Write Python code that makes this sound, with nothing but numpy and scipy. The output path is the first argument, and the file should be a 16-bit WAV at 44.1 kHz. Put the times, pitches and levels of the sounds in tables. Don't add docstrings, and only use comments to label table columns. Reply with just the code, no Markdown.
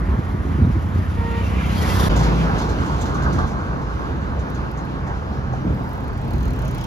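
import sys
import numpy as np
from scipy import signal
from scipy.fft import rfft, irfft, next_fast_len
from scipy.io import wavfile
from scipy.ndimage import uniform_filter1d, map_coordinates

SR = 44100
rng = np.random.default_rng(int(sys.argv[2]) if len(sys.argv) > 2 else 0)


def to_wav(sig):
    pcm = np.clip(np.atleast_2d(sig), -1, 1) * 32767
    pcm = np.round(pcm).astype(np.int16)
    wavfile.write(sys.argv[1], SR, pcm.T)


def decibels_to_gain(level_db):
    exponent = np.asarray(level_db, float) / 20
    return 10 ** exponent


N = 302526

# frequency in Hz, share of sound common to both from 0 to 1.
COMMON_SHARE = [(60, .955), (200, .84), (400, .5), (900, .7), (1500, .75), (2500, .5), (4000, .3),
                (6500, .55), (7300, .4), (7800, 1), (9000, 1), (10000, .45), (10900, 1), (13000, 1),
                (13800, .4), (14500, 1)]
# frequency in Hz, left over right in dB.
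PORT_TILT = [(100, -1), (300, -1), (1500, -2), (1800, 0), (2500, -0.5), (4500, 3), (8000, 0)]
# frequency in Hz, lead in radians.
LEAD_AHEAD = [(0, 0), (400, .3), (700, 1.5), (1600, 2.2), (1750, 1), (3000, .6), (5000, .4), (6500, -1.3)]
LEAD_BEHIND = [(0, 0), (150, -.3), (400, -1.5), (700, -2.7), (1500, -3), (1750, -5), (4000, -6.3),
               (5500, -6.6), (6500, -7.3)]
LEAD_ALONG = [(0, 0), (200, .3), (400, .8), (700, 1.5), (1600, 2.5), (1750, 1.2), (3100, 2.5), (4000, 4.8),
              (6500, 5.7)]
# frequency in Hz, lead of the left port in half turns.
TREBLE_LEAD = [(7800, -1), (9000, -1), (10900, -2), (13000, -2), (14500, -3), (22000, -3)]

# time in seconds, levels of rumble, body, tyre roar and tread hiss in dB.
HIGHWAY_LEVELS = [(0, -21, -33, -32, -51.5), (.25, -27.5, -32.5, -32.5, -49), (.6, -23.5, -32, -35, -48),
                  (.9, -26, -32.5, -34.5, -50), (1.15, -24, -34.5, -35, -47), (1.35, -23, -36, -34, -43),
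                  (1.75, -20, -33, -29, -37.5), (2.08, -20.5, -29, -24.5, -45)]
AVENUE_LEVELS = [(2.1, -19.5, -20, -24, -35.5), (2.35, -32, -22, -25, -38), (2.6, -21, -22, -26.5, -42),
                 (2.85, -25.5, -25.5, -28, -43.5), (3.05, -26, -25, -29.5, -44),
                 (3.25, -26.5, -28, -29.5, -44), (3.4, -23, -28, -29, -45.5), (3.55, -27, -29, -32.5, -48),
                 (4.1, -27, -28, -32, -48.5), (4.9, -28.5, -28.5, -33.5, -50.5),
                 (5.7, -26, -28.5, -34, -51), (6.1, -26, -30, -34, -51), (6.86, -27, -28.5, -35, -48.5)]
# frequency in Hz, relative level in dB per Hz.
HIGHWAY_COLOURS = ([(18, -120), (25, -38), (40, -22), (60, 0), (90, -1.5), (115, -13), (170, -13.5),
                   (300, -120)], [(60, -120), (95, -41), (125, -3), (200, -4), (300, -8.5), (370, -11.5),
                   (450, -22), (700, -34), (1200, -120)], [(250, -120), (400, 3), (600, -0.5), (1100, 1.5),
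                   (1600, -2.5), (2000, -9.5), (2600, -23.5), (3500, -43), (6000, -120)], [(1300, -120),
                   (2000, 2.5), (2600, -1.5), (3500, -6.5), (5000, -16.5), (7000, -17.5), (11000, -27),
                   (13500, -40), (15200, -27), (16500, -47)])
AVENUE_COLOURS = ([(18, -120), (25, -28), (38, -12), (55, -0.5), (85, -5), (115, -13), (170, -21),
                  (300, -120)], [(60, -120), (95, -14), (125, 1), (200, -4), (300, -7.5), (450, -14.5),
                  (700, -25), (1200, -120)], [(250, -120), (400, -1), (600, -2.5), (900, 0.5), (1250, -4),
                  (1600, -5.5), (1800, -14), (2400, -20.5), (3500, -37), (6000, -120)], [(1300, -120),
                  (2000, 3), (2800, 4), (4500, -1), (6500, -8), (8000, -13), (11000, -20), (13500, -21.5),
                  (15200, -33), (16500, -53)])
# time in seconds, half length in seconds, rise of rumble in dB, rise of body in dB.
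GUSTS = [(3.34, 0.2, 4, 6), (4.3, 0.14, 2, -0.5), (5.116, 0.15, 2.5, -1.5), (6.54, 0.17, 4.5, 0.5)]
# time in seconds, half length in seconds, pitch at the middle in Hz,
# peak level in dB, rise of the traffic body in dB.
THUMPS = [(0.033, 0.037, 58, -18, 8.5), (0.092, 0.013, 69, -14, 3.5), (0.13, 0.031, 64, -13, 8.5),
          (.192, 0.012, 110, -11, 13.5), (0.285, 0.014, 85, -14.5, 2), (0.312, 0.027, 52.3, -23.5, 5),
          (0.348, 0.0065, 110, -17, 8.5), (0.405, 0.013, 71.5, -14.5, 7), (0.466, 0.032, 70.4, -19, 7.5),
          (0.517, 0.014, 75, -15.5, 8), (0.558, 0.019, 85, -17.5, 8), (0.586, 0.0071, 297, -18, 5),
          (0.598, 0.016, 141, -13.5, 8), (0.62, 0.01, 222, -12.5, 1.5), (.63, 0.016, 91, -7.5, 5),
          (.65, 0.0064, 173, -10, 7), (0.67, 0.007, 248, -16, 3), (0.677, 0.01, 107, -9.5, 4),
          (.697, 0.007, 116, -11.5, 5), (0.707, 0.0067, 230, -16, 7), (0.73, .015, 66, -14, 2),
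          (0.762, 0.0072, 305, -18, 4.5), (0.774, 0.013, 96, -14.5, 8), (0.851, 0.018, 82.6, -12.5, 2),
          (0.958, 0.011, 84.5, -11.5, 7), (0.988, 0.019, 91, -13.5, 9), (1.122, 0.01, 81.5, -18, 0),
          (1.199, 0.013, 75, -13.5, 0), (5.665, 0.021, 90, -18.5, 4.5), (5.676, 0.005, 202, -20, 3),
          (5.706, 0.0074, 127, -18, 3), (5.72, 0.028, 69.6, -15, 5.5), (6.347, 0.02, 75, -16, 6.5)]
# start in seconds,
# level in dB before the onset softens it, pitch in Hz, time to fall 60 dB in seconds.
BLIP_AND_KNOCKS = [(.2965, -20, 990, 0.014), (2.495, -18, 806, 0.11), (5.536, -14, 760, 0.032),
                   (6.635, -31, 631, 0.33)]

# time in seconds, firing rate in Hz, exhaust level in dB, clatter level in dB.
BIKE = [(0, 30.23, -40, -56.5), (.9, 30.27, -34.5, -53.5), (1.34, 31.21, -31.5, -52),
        (1.62, 31.6, -30.5, -50.5), (1.74, 31.9, -30, -42.5), (1.88, 32.27, -30.5, -34),
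        (2.08, 32.95, -25.5, -30.5)]
# multiple of the firing rate, relative level in dB, gain in dB at full throttle.
EXHAUST_ORDERS = [(1, -33, 0), (2, -9.5, 1), (3, 1.5, -5), (4, -15.5, 13.5), (5, -8.5, 4), (6, -2.5, -0.5),
                  (7, -5, -1), (8, -11, -3.5), (9, -14, 3), (10, -16, -1), (11, -17.5, 8), (12, -18.5, 1),
                  (13, -28, -6), (14, -20, 5)]
# time in seconds, opening from 0 to 1.
THROTTLE = [(1.4, 0.07), (1.65, 0.2), (1.85, 0.82), (2.0, 0.8), (2.08, 0.8)]
# frequency in Hz, relative level in dB per Hz.
CLATTER_COLOUR = [(1200, -120), (2200, -2.5), (3200, 6.5), (5000, 3.5), (7500, -1), (11000, -3.5),
                  (13500, -7), (15200, -4), (16500, -34)]
# pitch in Hz, level at full drive in dB, dB lost per dB of weaker drive, waver in dB.
HORN_PARTIALS = [(464, -34, 0.6, -1.5), (925, -32, 1.4, 1), (1375, -44, 1.5, 3), (1865, -41, 0.5, 2.5)]
# time in seconds, drive in dB.
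HORN_DRIVE = [(1.155, -40), (1.175, -6), (1.2, -4.5), (1.215, 0), (1.395, -1), (1.42, -6), (1.445, -40)]
# time in seconds, level of them together in dB.
WHINE_LEVEL = [(1.3, -49.5), (1.45, -42), (1.6, -44), (1.8, -46), (2.08, -52)]
# centre in Hz, width in Hz, relative level in dB.
WHINE_BANDS = [(2340, 55, -3.5), (2720, 32, -2.5), (2950, 73, -9)]
# time in seconds,
# half length in seconds, pitch at the middle in Hz, peak level in dB.
CLATTER_PEAKS = [(1.465, 0.014, 2690, -38), (1.59, 0.028, 2400, -36), (1.61, .015, 1644, -31),
                 (1.79, 0.016, 3230, -36), (1.835, 0.024, 1925, -32), (1.91, 0.014, 1990, -30),
                 (1.91, .015, 2720, -37), (2.02, .02, 2950, -43)]

# time in seconds, level in dB.
RIB_LEVEL = [(2.1, -37), (2.6, -43), (2.8, -34.5), (3.1, -31.5), (3.45, -33), (3.6, -36.5), (4.5, -44),
             (5.5, -44.5), (6.86, -65)]
# frequency in Hz, relative level in dB per Hz.
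RIB_COLOUR = [(800, -120), (1050, 4), (1350, -3.5), (1610, -2), (1680, -33), (2000, -120)]
# start in seconds, peak level in dB.
JOINT_SLAPS = [(3.258, -23.5), (3.382, -22)]
# frequency in Hz, relative level in dB per Hz.
JOINT_COLOUR = [(350, -120), (600, -2), (1000, -1), (1600, 1), (1720, -14), (2500, -120)]
# time in seconds, firing rate in Hz, firing level in dB, third-order level in dB.
LORRY = [(2.1, 55.8, -18.5, -24.5), (2.4, 55.9, -20, -22), (2.6, 56.4, -25, -27), (2.9, 56.5, -24, -44)]
# start in seconds, peak level of the high modes in dB, added left over right in dB,
# low modes over high modes in dB.
RATTLES = [(2.1594, -37, -5, -5), (2.19, -46, -2, -1), (2.2294, -47, -4, 4), (2.58, -42, -4, -0.5),
           (2.612, -50, -2, 2.5), (2.6894, -49, -3, 2), (2.86, -51, -6, -3), (3.01, -43, -17, -6.5),
           (3.055, -50, -4, 3), (3.1431, -50, -1, -4), (3.2201, -49, 0, -2), (3.325, -46.5, -3, -2),
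           (3.3832, -54, 0, 4), (3.4705, -53, -1, -4), (3.8112, -59, -2, 1), (4.3889, -54.5, -2, -4),
           (4.543, -52.5, -2, -5), (4.7701, -52.5, 0, -5), (5.0669, -54.5, -1.5, -3), (5.5267, -56, -2, -8)]
# time in seconds, level in dB.
JINGLE_LEVEL = [(2.1, -58), (2.4, -57.5), (3.0, -58.5), (3.4, -58), (3.7, -62), (4.5, -68), (5.5, -71),
                (6.86, -89)]
# centre in Hz, width in Hz, relative level in dB.
LOOSE_MODES = ([(3470, 300, -1.5), (4200, 270, 1), (5200, 500, -3.5)], [(6090, 240, 2.5), (6870, 240, 0),
               (7550, 200, -4), (8220, 240, -4), (11800, 2000, -21)])
# time in seconds, pitch in Hz, level in dB, octave level in dB.
# The note sits 2.5 dB under its level, the octave does not.
DRONE = [(3.5, 126.7, -36, -46), (4.3, 124.1, -42, -42.5), (5, 125.5, -43, -47), (5.5, 124.4, -28, -45.5),
         (6, 124.6, -29, -39.5), (6.3, 125.6, -32.5, -45), (6.6, 124.5, -26, -43.5),
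         (6.86, 122.9, -27, -42)]

# time in seconds, rate in ticks per second.
RATCHET = [(5.8904, 50.81), (5.958, 44.56), (6.019, 28.38), (6.12, 18.3), (6.367, 43.35), (6.612, 32.83),
           (6.686, 34.83), (6.709, 25.92), (6.86, 37.75)]
# start in seconds, level in dB.
STRAY_CLICKS = [(4.5006, -44), (4.7128, -46), (4.8513, -51), (5.6954, -59), (5.7238, -62), (5.7473, -50),
                (5.8361, -51)]
# centre pitch in Hz, relative level in dB, time to fall 60 dB in seconds.
PAWL_MODES = [(6300, -9, .014), (7600, -12, .012), (9300, -8, .014), (11000, -8, .014), (12800, -4, .016),
              (13700, -7, .013), (14700, -5, .014)]
# centre in Hz, width in Hz.
HUB_MODES = [(3200, 300), (4170, 160), (5240, 400), (6400, 350)]
# time in seconds, then the relative level of each of the four modes in dB.
HUB_FACING = [(5.9, -20, -14, -17, -16), (6.2, -10, -2.5, -14, -8), (6.5, -8, -1.5, -18, -6.5),
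              (6.66, -7, -6, -12, -4), (6.86, 1, -14, -5, -7)]
# frequency in Hz, relative level in dB per Hz.
WHIRR_COLOUR = [(5000, -120), (8000, -2), (11000, -10), (14500, -2), (16000, -3)]
# frequency in Hz, relative level in dB per Hz.
KNOB_COLOUR = [(300, -120), (500, 6), (900, 2), (2000, 1), (3000, 0.5), (5000, -25), (7500, -10),
               (10000, -120)]

CUT_S = 2.09
SPEED_M_S, PASS_S, CLOSEST_M = 3.44, 6.98, 0.95


def unit(x):
    return x / np.sqrt(np.mean(x ** 2) + 1e-20)


def along(points, hz):
    f, v = np.transpose(points)
    return np.interp(np.log(hz + 1), np.log(f + 1), v)


def curves(rows):
    s, *cols = np.transpose(rows)
    return [np.interp(np.arange(N) / SR, s, c) for c in cols]


def gate(start, stop, ramp):
    t = np.arange(N) / SR
    return np.clip((t - start) / ramp, 0, 1) * np.clip((stop - t) / ramp, 0, 1)


def wobble(rate):
    knots = rng.standard_normal(int(N * rate / SR) + 4)
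    return map_coordinates(knots, [np.arange(N) * rate / SR])


def noise():
    return rng.standard_normal((2, N))


def filtered(x, response):
    m = next_fast_len(N + 8192)
    return irfft(rfft(x, m) * response(np.fft.rfftfreq(m, 1 / SR)), m)[..., :N]


def rush(colour, patchy_db):
    z = signal.stft(noise(), nperseg=512)[2]
    field = uniform_filter1d(rng.standard_normal(z.shape[1:]), size=6, axis=0)
    field = uniform_filter1d(field, size=12, axis=1)
    pair = signal.istft(z * decibels_to_gain(patchy_db * unit(field)), nperseg=512)[1][:, :N]
    return unit(filtered(pair, lambda hz: decibels_to_gain(along(colour, hz))))


def rings(modes):
    def response(f):
        total = 0
        for k, (centre, width, db) in enumerate(modes):
            peak = 1j * f * width / (centre * centre - f * f + 1j * f * width)
            total = total + (-1) ** k * decibels_to_gain(db) * peak
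        return total
    return response


def ports(pair, lead, most=1):
    turns = round(lead[-1][1] / (2 * np.pi))
    lead = lead + [(hz, np.pi * (k + 2 * turns)) for hz, k in TREBLE_LEAD]

    def mix(hz):
        spread = np.arccos(np.clip(along(COMMON_SHARE, hz), 0, min(most, 1))) / 2
        direct, scattered = np.cos(spread), np.sin(spread)
        half = decibels_to_gain(along(PORT_TILT, hz) / 2) * np.exp(.5j * np.interp(hz, *np.transpose(lead)))
        return np.array([[half * direct, half * scattered], [direct / half, -scattered / half]])
    return filtered(pair[None], mix).sum(axis=1)


def tone(hz, rough):
    phase = 2 * np.pi * np.cumsum(hz * np.ones(N)) / SR + rough * wobble(12)
    return np.sqrt(2) * np.sin([phase, phase + 2 * wobble(6.4)])


def bursts(events, rise, t60, spike):
    t = np.arange(SR // 4) / SR
    shape = decibels_to_gain(-60 * t / t60) * (1 - np.exp(-t / rise))
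    size = np.zeros(N + SR)
    for s, db in events:
        size[round(s * SR):][:len(t)] += decibels_to_gain(db) * shape / shape.max()
    return size[:N] * decibels_to_gain(spike * wobble(400))


def swells(events):
    t = np.arange(N) / SR
    return sum(db * np.exp(-((t - s) / half) ** 2) for s, half, db in events)


def puffs(events, bend):
    out = np.zeros(N + SR)
    chance = rng.random((len(events), 2))
    t = np.arange(-SR // 8, SR // 8) / SR
    for (s, half, hz, db), (phase, glide) in zip(events, chance):
        cycles = phase + hz * t * (1 + bend * (glide - .5) * t / half)
        out[round(s * SR):][:len(t)] += decibels_to_gain(db) * np.exp(-(t / half) ** 2) * np.sin(2 * np.pi * cycles)
    return np.array([out[SR // 8:][:N], np.zeros(N)])


def traffic(levels, colours):
    rumble_db, body_db, tyre_db, hiss_db = curves(levels)
    s, half, low_db, mid_db = np.transpose(GUSTS)
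    rumble_db = rumble_db + swells(zip(s, half, low_db)) + 0.91 * wobble(9)
    eddy_db = swells((at, width, db) for at, width, _, _, db in THUMPS)
    body_db = body_db + eddy_db + swells(zip(s, half, mid_db)) + 0.71 * wobble(14)
    rumble = decibels_to_gain(rumble_db) * rush(colours[0], patchy_db=-0.35)
    body = decibels_to_gain(body_db) * rush(colours[1], patchy_db=0.7)
    tyres = decibels_to_gain(tyre_db + .5 * wobble(13)) * rush(colours[2], patchy_db=1.4)
    hiss = decibels_to_gain(hiss_db + 1.18 * wobble(12)) * rush(colours[3], patchy_db=1.54)
    return rumble + body + tyres + hiss


def wind_thumps():
    return puffs([row[:4] for row in THUMPS], bend=0.25)


def motorbike():
    hz, exhaust_db, clatter_db = curves(BIKE)
    opening, = curves(THROTTLE)
    sixth_db = EXHAUST_ORDERS[5][1]
    exhaust = 0
    for order, db, gain_db in EXHAUST_ORDERS:
        order_db = db - sixth_db + gain_db * opening + 1.3 * wobble(5)
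        exhaust = exhaust + decibels_to_gain(order_db) * tone(order * hz, rough=0.018 * order)
    beat = decibels_to_gain(0.88 * np.cos(2 * np.pi * np.cumsum(hz) / SR) + 1.8 * wobble(60))
    clatter = decibels_to_gain(clatter_db) * unit(beat * rush(CLATTER_COLOUR, patchy_db=1.5))
    return gate(0.75, 3.4, ramp=0.15) * decibels_to_gain(exhaust_db) * exhaust + clatter


def blip_and_knocks():
    out, t = np.zeros(N + SR), np.arange(SR // 8) / SR
    for s, db, hz, t60 in BLIP_AND_KNOCKS:
        envelope = decibels_to_gain(db - 60 * t / t60) * (1 - np.exp(-t / 0.0012))
        out[round(s * SR):][:len(t)] += envelope * np.sin(2 * np.pi * hz * t)
    return np.array([out[:N], np.zeros(N)])


def horn():
    drive_db, = curves(HORN_DRIVE)
    partials = 0
    for hz, db, steep, waver_db in HORN_PARTIALS:
        partials = partials + decibels_to_gain(db + steep * drive_db + waver_db * wobble(22)) * tone(hz, rough=.1)
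    return partials * [[1], [0]]


def whine():
    bands = sum(decibels_to_gain(1.8 * wobble(15)) * filtered(noise(), rings([band])) for band in WHINE_BANDS)
    return decibels_to_gain(curves([(0, -94)] + WHINE_LEVEL)[0]) * unit(bands)


def clatter_peaks():
    return puffs(CLATTER_PEAKS, bend=.03)


def tread_ribs():
    return decibels_to_gain(curves(RIB_LEVEL)[0] + 2.5 * wobble(20.7)) * rush(RIB_COLOUR, patchy_db=0.0)


def lorry():
    hz, db, third_db = curves(LORRY)
    notes = decibels_to_gain(db) * tone(hz, rough=.5) + decibels_to_gain(third_db) * tone(3 * hz, rough=.8)
    return gate(0.81, 2.91, ramp=0.68) * notes


def rattles():
    s, db, pan_db, low_db = np.transpose(RATTLES)

    def metal(modes):
        resonance = rings(modes)
        return unit(filtered(noise(), lambda hz: resonance(hz) * np.clip(hz / 3500, 0, 1) ** 2))
    low, high = [metal(modes) for modes in LOOSE_MODES]
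    shake = bursts(zip(s, db + low_db), rise=0.0045, t60=0.25, spike=2) * low
    shake = shake + bursts(zip(s, db), rise=0.0043, t60=0.15, spike=1.1) * high
    jingle = decibels_to_gain(curves(JINGLE_LEVEL)[0] + 2.5 * wobble(30)) * (low + high)
    pan = decibels_to_gain(np.outer([.5, -.5], curves(np.c_[s, pan_db])[0]))
    return ports(shake + jingle, LEAD_ALONG, most=0.9) * pan


def drone():
    hz, db, octave_db = curves(DRONE)
    waver_db = 2.5
    note = decibels_to_gain(db - waver_db + waver_db * wobble(9)) * tone(hz, rough=1.5)
    octave = decibels_to_gain(octave_db + waver_db * wobble(13)) * tone(2 * hz, rough=1.67)
    return gate(2.94, 8, ramp=0.37) * (note + octave)


def road_joint():
    return bursts(JOINT_SLAPS, rise=.003, t60=.16, spike=1) * rush(JOINT_COLOUR, patchy_db=1)


def wheel_distance(s):
    return np.hypot(CLOSEST_M, SPEED_M_S * (s - PASS_S))


def tyre_roll():
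    level_db = -43 + 1.8 * wobble(25)
    return decibels_to_gain(level_db) / wheel_distance(np.arange(N) / SR) * rush(KNOB_COLOUR, patchy_db=3.0)


def pawl_strikes():
    rate, = curves(RATCHET)
    coasting = np.arange(N) >= RATCHET[0][0] * SR
    teeth = np.cumsum(rate * coasting) / SR
    s = np.flatnonzero(np.diff(np.ceil(teeth))) / SR
    near_db = -20 * np.log10(wheel_distance(s))
    return list(zip(s, -38 + near_db + 1.6 * rng.standard_normal(len(s))))


def snaps(events):
    out, t = np.zeros((2, N + SR)), np.arange(SR // 25) / SR
    hz, mode_db, t60 = np.transpose(PAWL_MODES)[..., None]
    crack_db, crack_t60_s, rise_s = 3.5, .021, .0006
    for s, db in events:
        size, pitch, phase = rng.standard_normal((3, len(PAWL_MODES), 1))
        decay = decibels_to_gain(mode_db + 3.3 * size - 60 * t / t60)
        ring = decay * np.sin(2 * np.pi * hz * (1 + .025 * pitch) * t + phase)
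        bright = np.diff(rng.standard_normal((2, len(t) + 1))) / np.sqrt(2)
        crack = decibels_to_gain(crack_db - 60 * t / crack_t60_s) * bright
        snap = ring.sum(axis=0) * [[1], [.3]] + crack
        out[:, round(s * SR):][:, :len(t)] += decibels_to_gain(db) * (1 - np.exp(-t / rise_s)) * snap
    return out[:, :N]


def hub_ring(strikes):
    shell = 0
    for (hz, width), db in zip(HUB_MODES, curves(HUB_FACING)):
        mode = unit(filtered(noise(), rings([(hz, width, 0)])))
        shell = shell + decibels_to_gain(db + 2.5 * wobble(25)) * mode
    return decibels_to_gain(-5.5) * bursts(strikes, rise=.0015, t60=.07, spike=2) * shell


def chain_whirr():
    rate, = curves(RATCHET)
    level_db = -81 + .45 * rate
    return gate(5.55, 8, ramp=.35) * decibels_to_gain(level_db) * rush(WHIRR_COLOUR, patchy_db=2)


def bicycle():
    strikes = pawl_strikes()
    return tyre_roll() + snaps(STRAY_CLICKS + strikes) + hub_ring(strikes) + chain_whirr()


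def scene():
    highway = ports(traffic(HIGHWAY_LEVELS, HIGHWAY_COLOURS) + horn(), LEAD_AHEAD)
    highway = highway + ports(motorbike() + whine() + clatter_peaks(), LEAD_BEHIND)
    road = traffic(AVENUE_LEVELS, AVENUE_COLOURS) + tread_ribs() + road_joint()
    avenue = ports(road + lorry() + drone(), LEAD_ALONG) + rattles()
    avenue = avenue + ports(bicycle(), LEAD_ALONG, most=0.52)
    places = gate(-1, CUT_S, ramp=0.0072) * highway + gate(CUT_S, 9, ramp=0.01) * avenue
    return places + ports(blip_and_knocks() + wind_thumps(), LEAD_ALONG)


def roll_off(x):
    return signal.sosfilt(signal.butter(12, 15800, fs=SR, output="sos"), x)


def record(dry):
    return roll_off(dry)


dry = scene()
out = record(dry)
to_wav(out)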